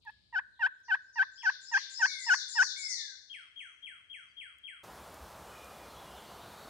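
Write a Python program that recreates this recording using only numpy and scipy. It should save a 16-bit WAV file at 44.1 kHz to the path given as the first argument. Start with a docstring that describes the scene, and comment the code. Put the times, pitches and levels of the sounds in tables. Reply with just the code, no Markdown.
"""Spring woods at dawn over a faint hush and rumble, with faint gliding sines (far birds, stray scatter of the near ones)
and a few noise-burst twig ticks. Ten close yelps of a hunter's turkey call (harmonic stacks through a resonance)
soon start; then to the left a warbler's swelling song and a songbird's arches, slurs and drops (gliding sines),
all answered by decaying noise scatter from the trunks. At 4.834 s the scene changes to a hissy, nearly mono microphone:
shaped noise with far traffic-like rumble, one low thud, faint mono birds and two more ticks."""
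import sys
import numpy as np
from scipy import signal
from scipy.fft import rfft, irfft, next_fast_len
from scipy.io import wavfile
from scipy.ndimage import uniform_filter1d

SR = 44100
rng = np.random.default_rng(int(sys.argv[2]) if len(sys.argv) > 2 else 0)


def undo_db(level):
    """Turn decibels back into plain size, where 20 dB means ten times bigger."""
    steps = np.asarray(level, float) / 20
    return 10 ** steps


def int16_out(signal):
    """Quantize to a 16-bit WAV file."""
    q = np.round(np.clip(np.atleast_2d(signal).T, -1, 1) * 32767)
    wavfile.write(sys.argv[1], SR, q.astype(np.int16))


N = 295029  # samples


def along(rows, hz):
    """Columns of (hz, values) rows, interpolated on a log frequency axis."""
    f, *cols = np.transpose(rows)
    return np.array([np.interp(np.log(hz + 1), np.log(f + 1), c) for c in cols])


def unit(x):
    """x scaled to rms 1."""
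    return x / np.sqrt(np.mean(x ** 2) + 1e-20)


def filtered(x, response):
    """x through a complex response of frequency."""
    m = next_fast_len(N + SR // 2)
    return irfft(rfft(x, m) * response(np.fft.rfftfreq(m, 1 / SR)), m)[..., :N]


def add(track, start_s, sound):
    """Mix a sound into a track."""
    at = max(round(start_s * SR), 0)
    track[..., at:at + sound.shape[-1]] += sound[..., :track.shape[-1] - at]


def delayed(x, delay_s):
    """One plain echo of a mono track."""
    return np.pad(x, (round(delay_s * SR), 0))[:N]


def sides(pan_db):
    """Left and right gains; positive pan is louder on the left."""
    return undo_db([[pan_db / 2], [-pan_db / 2]])


def soft_step(u, at, width):
    """Logistic step from 0 to 1."""
    return 1 / (1 + np.exp((at - u) / width))


def whistle(note, order=1, edge_s=0.00064):
    """One partial of a syrinx note: a gliding sine of rms 1 at 0 dB."""
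    s, hz, db = np.transpose(note)
    t = np.arange(s[0], s[-1], 1 / SR)
    phase = 2 * np.pi * np.cumsum(np.exp(np.interp(t, s, np.log(hz)))) / SR
    edges = np.clip(np.minimum(t - s[0], s[-1] - t) / edge_s, 0, 1)
    return np.sqrt(2) * edges * undo_db(np.interp(t, s, db)) * np.sin(order * phase)


def woods(x, wet_db, pan_db, build_s=0.0018, stretch=0.83):
    """Trunk scatter: noise that builds up, then dies at a speed set by frequency, unlike in the two ears."""
    # decay before stretch: hz, t60_s
    trunk_decay = [(700, 0.75), (1500, 0.78), (3500, 0.94), (6000, 0.9), (10000, 0.55)]
    hz, t, z = signal.stft(rng.standard_normal((2, SR)), SR, nperseg=256)
    t60_s = stretch * along(trunk_decay, hz).T
    tail = signal.istft(z * undo_db(-60 * t / t60_s), SR, nperseg=256)[1]
    tail *= 1 - np.exp(-np.arange(tail.shape[1]) / SR / build_s)
    wet = signal.fftconvolve(x[None], tail / np.linalg.norm(tail[0]), axes=1)[:, :N]
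    return undo_db(wet_db) * sides(pan_db) * wet


def placed(x, pan_db, lag_s):
    """Direct sound with a level difference, arriving lag_s later on the right (earlier if negative)."""
    return sides(pan_db) * filtered(x, lambda hz: np.exp(np.outer([1j, -1j], np.pi * hz * lag_s)))


def air(hush_db=-82):
    """Still woods: faint shaped noise, unlike in the two ears, and a partly shared low rumble of varying level."""
    # hush spectrum: hz, relative_db
    hush_band = [(150, -21), (300, -1), (900, -9.5), (1600, -16), (2200, -26), (3700, -9), (6400, -15.5),
                 (8800, -16), (11000, -28), (15500, -40)]
    # rumble spectrum: hz, relative_db
    low_band = [(15, -61), (25, -31.5), (51, -5), (65, 3.5), (118, -2.5), (140, -7.5), (250, -11),
                (320, -39.5), (550, -120)]
    # rumble likeness of the two ears: hz, correlation
    likeness = [(60, 0.32), (130, 0.44), (300, .2)]
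    # rumble level: time_s, level_db
    rumble_level = [(0, -75.5), (.45, -74.5), (0.651, -82.5), (3.7, -83.5), (4, -80), (4.8, -81.5)]
    hush = filtered(rng.standard_normal((2, N)), lambda hz: undo_db(along(hush_band, hz)))

    def mid_side(hz):
        angle = np.arccos(np.clip(along(likeness, hz)[0], -1, 1)) / 2
        return undo_db(along(low_band, hz)) * [np.cos(angle), np.sin(angle)]

    mid, side = filtered(rng.standard_normal((2, N)), mid_side)
    rumble = unit(np.array([mid + side, mid - side]))
    s, rumble_db = np.transpose(rumble_level)
    return undo_db(np.interp(np.arange(N) / SR, s, rumble_db)) * rumble + undo_db(hush_db) * unit(hush)


def faint_notes():
    """Faint gliding notes, of far birds and of the near songsters: some arrive straight, all are scattered."""
    # far birds in the open: start_s, length_s, from_hz, to_hz, level_db
    clear_notes = [(4.285, 0.044, 4730, 4610, -78), (5.484, .09, 2970, 2923, -68),
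                   (5.567, 0.1, 2430, 2421, -63.5), (5.74, .06, 2430, 2420, -75),
                   (5.741, 0.12, 3426, 3420, -69), (5.959, 0.048, 3250, 3490, -62),
                   (6.059, .07, 2785, 3100, -67), (6.159, 0.0404, 3700, 3320, -61),
                   (6.26, .05, 2850, 2850, -72), (6.621, 0.034, 4450, 4450, -65)]
    # heard as scatter only: start_s, length_s, from_hz, to_hz, level_db
    # 0.197 and 0.498 s: down-slurs of the warbler's first faint phrases
    # 3.55 and 4.1 s: second partial of the near songbird's drops
    scatter_notes = [(0, .03, 2900, 2000, -74), (0, .012, 5290, 2670, -57.5),
                     (0.063, .05, 5600, 3930, -74.5), (0.197, .04, 5070, 3610, -72.5),
                     (0.498, .06, 4310, 3130, -68.5), (3.55, .05, 6800, 5600, -73.5),
                     (4.1, 0.054, 6770, 5400, -78), (5.499, 0.043, 2513, 2380, -64.5),
                     (5.86, .08, 4360, 3740, -68), (6.06, .07, 2780, 3276, -63),
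                     (6.2, .06, 4750, 3980, -67), (6.357, 0.055, 3500, 4120, -63.5),
                     (6.428, 0.067, 4650, 3610, -68), (6.53, .07, 4750, 3620, -69)]
    clear, scatter = np.zeros((2, N))
    for track, notes in ((clear, clear_notes), (scatter, scatter_notes)):
        for start_s, length_s, from_hz, to_hz, db in notes:
            glide = [(0, from_hz, 0), (length_s, to_hz, 0)]
            add(track, start_s, undo_db(db) * whistle(glide, edge_s=0.0037))
    return clear + woods(scatter + undo_db(-5) * clear, wet_db=0, pan_db=7, build_s=.02, stretch=1.6)


def twigs():
    """Tiny dry ticks: treble noise bursts that fall 60 dB in 9 ms."""
    # start_s, level_db (before the band filter), left_minus_right_db
    ticks = [(0.0238, -70, 10.0), (0.0508, -60, 9.5), (0.1077, -65, 11.0), (0.8021, -70, 10.5),
             (4.585, -56, 1.0), (5.1432, -37, 0.0), (5.6446, -41, 0.0)]
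    out, t = np.zeros((2, N)), np.arange(400) / SR
    for start_s, db, pan_db in ticks:
        burst = rng.standard_normal(len(t)) * undo_db(-60 * t / .009)
        add(out, start_s, undo_db(db) * sides(pan_db) * burst)
    return filtered(out, lambda hz: 1 / (1 + (5500 / (hz + 1)) ** 4) / (1 + (hz / 12000) ** 4))


def hunters_call(jitter=0.002, rasp_db=-25):
    """A harmonic stack dips through the call's resonance and snaps up at the end; upper partials flicker and rasp."""
    # start_s, length_s, lowest_hz, closing_hz, level_db
    yelps = [(0.049, 0.056, 834, 1025, -42.5), (0.324, 0.077, 728.6, 1224, -28),
             (.591, .085, 739, 1177, -24.5), (0.88, 0.077, 741, 1191, -24.5),
             (1.155, 0.082, 749.6, 1299, -24), (1.43, .076, 740.7, 1199, -23.5),
             (1.713, 0.07, 770.6, 1296, -23), (1.992, 0.074, 742.4, 1256, -22),
             (2.262, 0.089, 714.4, 1374, -21.5), (2.551, .087, 723.7, 1364, -21)]
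    # call resonances: hz, relative_db
    resonance = [(700, -32), (950, -10), (1150, -23), (1450, -1), (1600, 0), (1900, 0.5), (2250, -34),
                 (2600, -13), (3100, -27.5), (3500, -30.5), (4300, -38.5), (5200, -32.5), (6200, -52),
                 (9000, -59.5), (15000, -61.5)]
    # rasp spectrum: hz, gain_db
    rasp_band = [(600, -67), (900, -5), (1500, 13.5), (3000, -8), (6000, -8.5), (10000, -29.5),
                 (15500, -32.5)]
    # arrival at the two ports: hz, left_minus_right_db, left_lead_rad
    port_rows = [(770, .5, -.1), (860, -2, 0), (950, -2, .1), (1120, 3, -.3), (1460, 5, -1),
                 (1560, 5, -1.2), (1720, -2, -1.5), (2050, -2, -1), (2450, -11, -1), (2700, -7, .8),
                 (3000, -8, 1.1), (3700, -3, .5), (6000, 3, 2)]
    open_hz, sag_hz = 954, 91  # opening pitch, its sag over one yelp length
    dip_at, dip_width, climb = .42, .055, 0.0835  # parts of the length: pitch breaks down, then climbs ever faster
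    onset, full_at, close_at = .05, .52, .87  # effort: parts of the length
    open_db, close_db = -24, -21.5  # effort after the onset and at the end
    first_spared, odd_spared = 0.52, 0.35  # share of effort loss that first and higher odd partials escape
    first_db, odd_db, full_db = 0.5, -4.5, -23.5  # their offsets at full effort, yelp level that counts as full

    voice, rasp = np.zeros((2, N))
    order = np.arange(1, 19)[:, None]
    for start_s, length_s, low_hz, close_hz, db in yelps:
        u = np.arange(0, length_s, 1 / SR) / length_s
        before_dip = 1 - soft_step(u, dip_at, dip_width)
        pitch_hz = low_hz + before_dip * (open_hz - sag_hz * u - low_hz)
        pitch_hz += np.exp((u - 1) / climb) * (close_hz - low_hz)
        pitch_hz *= 1 + jitter * unit(uniform_filter1d(rng.standard_normal(len(u)), size=60))
        loss_db = np.interp(u, [0, full_at, close_at, 1], [open_db, 0, 0, close_db])
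        loss_db = uniform_filter1d(loss_db, size=260, mode="nearest")
        flicker = unit(uniform_filter1d(rng.standard_normal((len(order), len(u))), size=250))
        flicker_db = 2.3 * np.sqrt(np.clip(order - 2, .1, 6)) * flicker
        first_gain_db = first_db - first_spared * (loss_db + db - full_db)
        odd_gain_db = order % 2 * (odd_db - odd_spared * loss_db)
        partial_db = np.where(order == 1, first_gain_db, odd_gain_db)
        gain = undo_db(along(resonance, order * pitch_hz)[0] + partial_db)
        gain *= undo_db(flicker_db) / np.sqrt(np.sum(gain ** 2, axis=0) / 2)  # rms 1 before flicker
        phase = 2 * np.pi * np.cumsum(pitch_hz) / SR
        effort = undo_db(db + loss_db) * np.clip(u / onset, 0, 1) ** 2
        add(voice, start_s, effort * np.sum(gain * np.sin(order * phase), axis=0))
        puffs = 1 + np.cos(phase)  # noise swells once a cycle
        add(rasp, start_s, effort * rng.standard_normal(len(u)) * puffs)
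    voice += undo_db(rasp_db) * filtered(rasp, lambda hz: undo_db(along(rasp_band, hz)[0]))
    voice = filtered(voice, lambda hz: 1 / (1 + (630 / (hz + 1)) ** 12))
    # the outer partials barely return
    dull = filtered(voice, lambda hz: 1 / (1 + (1150 / (hz + 1)) ** 6) / (1 + (hz / 2200) ** 4))
    near = voice + undo_db(-11.0) * delayed(dull, .011)  # one reflection off the ground

    def ports(hz):
        pan_db, lead_rad = along(port_rows, hz)
        return [undo_db(way * pan_db / 2) * np.exp(.5j * way * lead_rad) for way in (1, -1)]

    return filtered(near, ports) + woods(dull, wet_db=-16.5, pan_db=3.0, build_s=0.0063)


def warbler(pivot_hz=5600):
    """Chip, level note and long down-slur, brighter and mostly louder each phrase; one near trunk echoes it."""
    # phrases: start_s, level_db, brightness_db_per_octave above the pivot, level_note_extra_db
    phrases = [(.713, -68, -45.5, -16), (1.009, -61, -43, -11), (1.31, -51.5, -36, -1.5),
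               (1.604, -46, -14, -3.5), (1.894, -42, -7.5, 0.5), (2.188, -41.5, 3, 1.5),
               (2.48, -41, 4.5, 2.5), (2.771, -41.5, 8, 2.5)]
    # chip, level note, down-slur; each: time_s, pitch_hz, relative_db
    phrase_notes = [
        [(0, 9700, -25.5), (.005, 9500, -14), (.009, 7600, -1.5), (.016, 6700, -1.5), (.022, 7100, -8)],
        [(.047, 4562, 2), (.054, 5287, 0.5), (.098, 5370, -6), (.107, 5300, -14)],
        [(.107, 9500, -12), (.114, 7200, -2.5), (.124, 6100, 6), (.133, 5600, 5), (.142, 4583, 7),
         (.15, 4367, -3.5), (.186, 4200, -2), (.21, 3561, -2), (.235, 3450, -11)],
    ]
    song = np.zeros(N)
    for start_s, db, bright_db, extra_db in phrases:
        for note, note_db in zip(phrase_notes, (db, db + extra_db, db)):
            sung = []
            for s, hz, level_db in note:
                sung.append((s, hz, level_db + bright_db * max(np.log2(hz / pivot_hz), 0)))
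            add(song, start_s + note[0][0], undo_db(note_db) * whistle(sung))
    direct = placed(undo_db(-9) * song + undo_db(-11) * delayed(song, 0.038), pan_db=7, lag_s=-.00011)
    return direct + woods(song, wet_db=0.0, pan_db=9.0, build_s=0.007)


def whistler():
    """Two arches, two slow slurs, then six quick drops; their third and fourth partials lisp through a high band."""
    # notes by name: time_s, pitch_hz, relative_db
    note_shapes = {"arch": [(0, 3070, -7.5), (.008, 3357, -3.5), (.025, 3400, -8), (.04, 3180, 0.5),
                   (.055, 2023, -2.5), (.07, 1982, -8)], "slur": [(0, 2124, -3), (.02, 2265, -5),
                   (.1, 2138, 0.5), (.2, 1930, -8.5), (.3, 1690, -9), (.39, 1500, -18.5)],
                   "drop": [(-.006, 3080, -9), (.001, 3282, 1.5), (.026, 3205, 3), (.035, 2984, 0),
                   (.046, 2266, 3.5), (.067, 1843, -6.5), (.1, 1460, -8), (.135, 1270, -21.5),
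                   (.19, 998, -40.5)]}
    # song: note_name, start_s, level_db
    song_notes = [("arch", 1.378, -54.5), ("arch", 1.738, -51.5), ("slur", 2.07, -49), ("slur", 2.762, -49),
                  ("drop", 3.302, -51), ("drop", 3.565, -51), ("drop", 3.83, -51.5), ("drop", 4.102, -52),
                  ("drop", 4.372, -51.5), ("drop", 4.64, -51.5)]
    # band that lets upper partials out: hz, gain_db
    lisp_band = [(7000, -74), (7700, -20), (8700, -16), (9600, -26.5), (10000, -63.5)]
    # early trunk echoes: delay_s, gain_db
    near_trunks = [(.0045, -10), (.011, -13), (.019, -17.5)]
    song, upper = np.zeros((2, N))
    for name, start_s, db in song_notes:
        note = note_shapes[name]
        at_s = start_s + note[0][0]
        add(song, at_s, undo_db(db) * whistle(note))
        add(upper, at_s, undo_db(db) * (undo_db(-7.0) * whistle(note, order=3) + whistle(note, order=4)))
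    lisp = filtered(upper, lambda hz: undo_db(along(lisp_band, hz)[0]))
    early = sum(undo_db(db) * delayed(song, delay_s) for delay_s, db in near_trunks)
    clear = placed(song + early, pan_db=9.0, lag_s=-0.000086) + woods(song, wet_db=-0.5, pan_db=3.5)
    lisp_direct = placed(undo_db(-5.5) * lisp, pan_db=14.5, lag_s=.0001)
    return clear + lisp_direct + woods(lisp, wet_db=0.5, pan_db=15.0)


def hiss(patchy_db=0.95, hiss_db=-51, side_db=-72):
    """Second scene: hiss and rumble as softly patchy noise, one low thud, a trace of treble difference."""
    # hiss and rumble spectrum: hz, relative_db
    hiss_band = [(15, -44), (25, -23), (64, 3), (129, -5.5), (205, -2.5), (261, -7.5), (315, -4.5),
                 (413, -3), (746, 0), (1250, -2.5), (1870, -12), (3470, -15.5), (5200, -18), (14100, -23),
                 (15700, -26.5)]
    z = signal.stft(rng.standard_normal(N), nperseg=512)[2]
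    patches = uniform_filter1d(rng.standard_normal(z.shape), size=6, axis=0)
    patches = uniform_filter1d(patches, size=14, axis=1)
    noise = signal.istft(z * undo_db(patchy_db * unit(patches)), nperseg=512)[1][:N]
    mono = undo_db(hiss_db) * unit(filtered(noise, lambda hz: undo_db(along(hiss_band, hz)[0])))
    t = np.arange(0, .07, 1 / SR)
    add(mono, 5.195, undo_db(-47.0) * np.hanning(len(t)) * np.sin(2 * np.pi * 68 * t))  # thud
    side_band = [(1500, -23), (4400, -6.0), (9000, -1), (15000, -2.5)]  # hz, relative_db
    side = filtered(rng.standard_normal(N), lambda hz: undo_db(along(side_band, hz)[0]))
    return mono + undo_db(side_db) * np.outer([1, -1], unit(side))


def scene(change_s=4.834, fade_s=.008):
    """Woods crossfade to the second scene in 8 ms; there the faint notes are mono; twig ticks span both."""
    faint = faint_notes()
    first = air() + faint + hunters_call() + warbler() + whistler()
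    second = hiss() + faint[0]
    fade = np.clip((np.arange(N) / SR - change_s) / fade_s + .5, 0, 1)
    return (1 - fade) * first + fade * second + twigs()


def top_cut(x):
    """Nothing passes above the cut-off."""
    return signal.sosfilt(signal.butter(12, 16300, fs=SR, output="sos"), x)


def record(dry):
    """Nothing passes above the 15.8 kHz band limit."""
    mix = filtered(dry, lambda hz: hz < 15800)
    return top_cut(mix)


dry = scene()
out = record(dry)
int16_out(out)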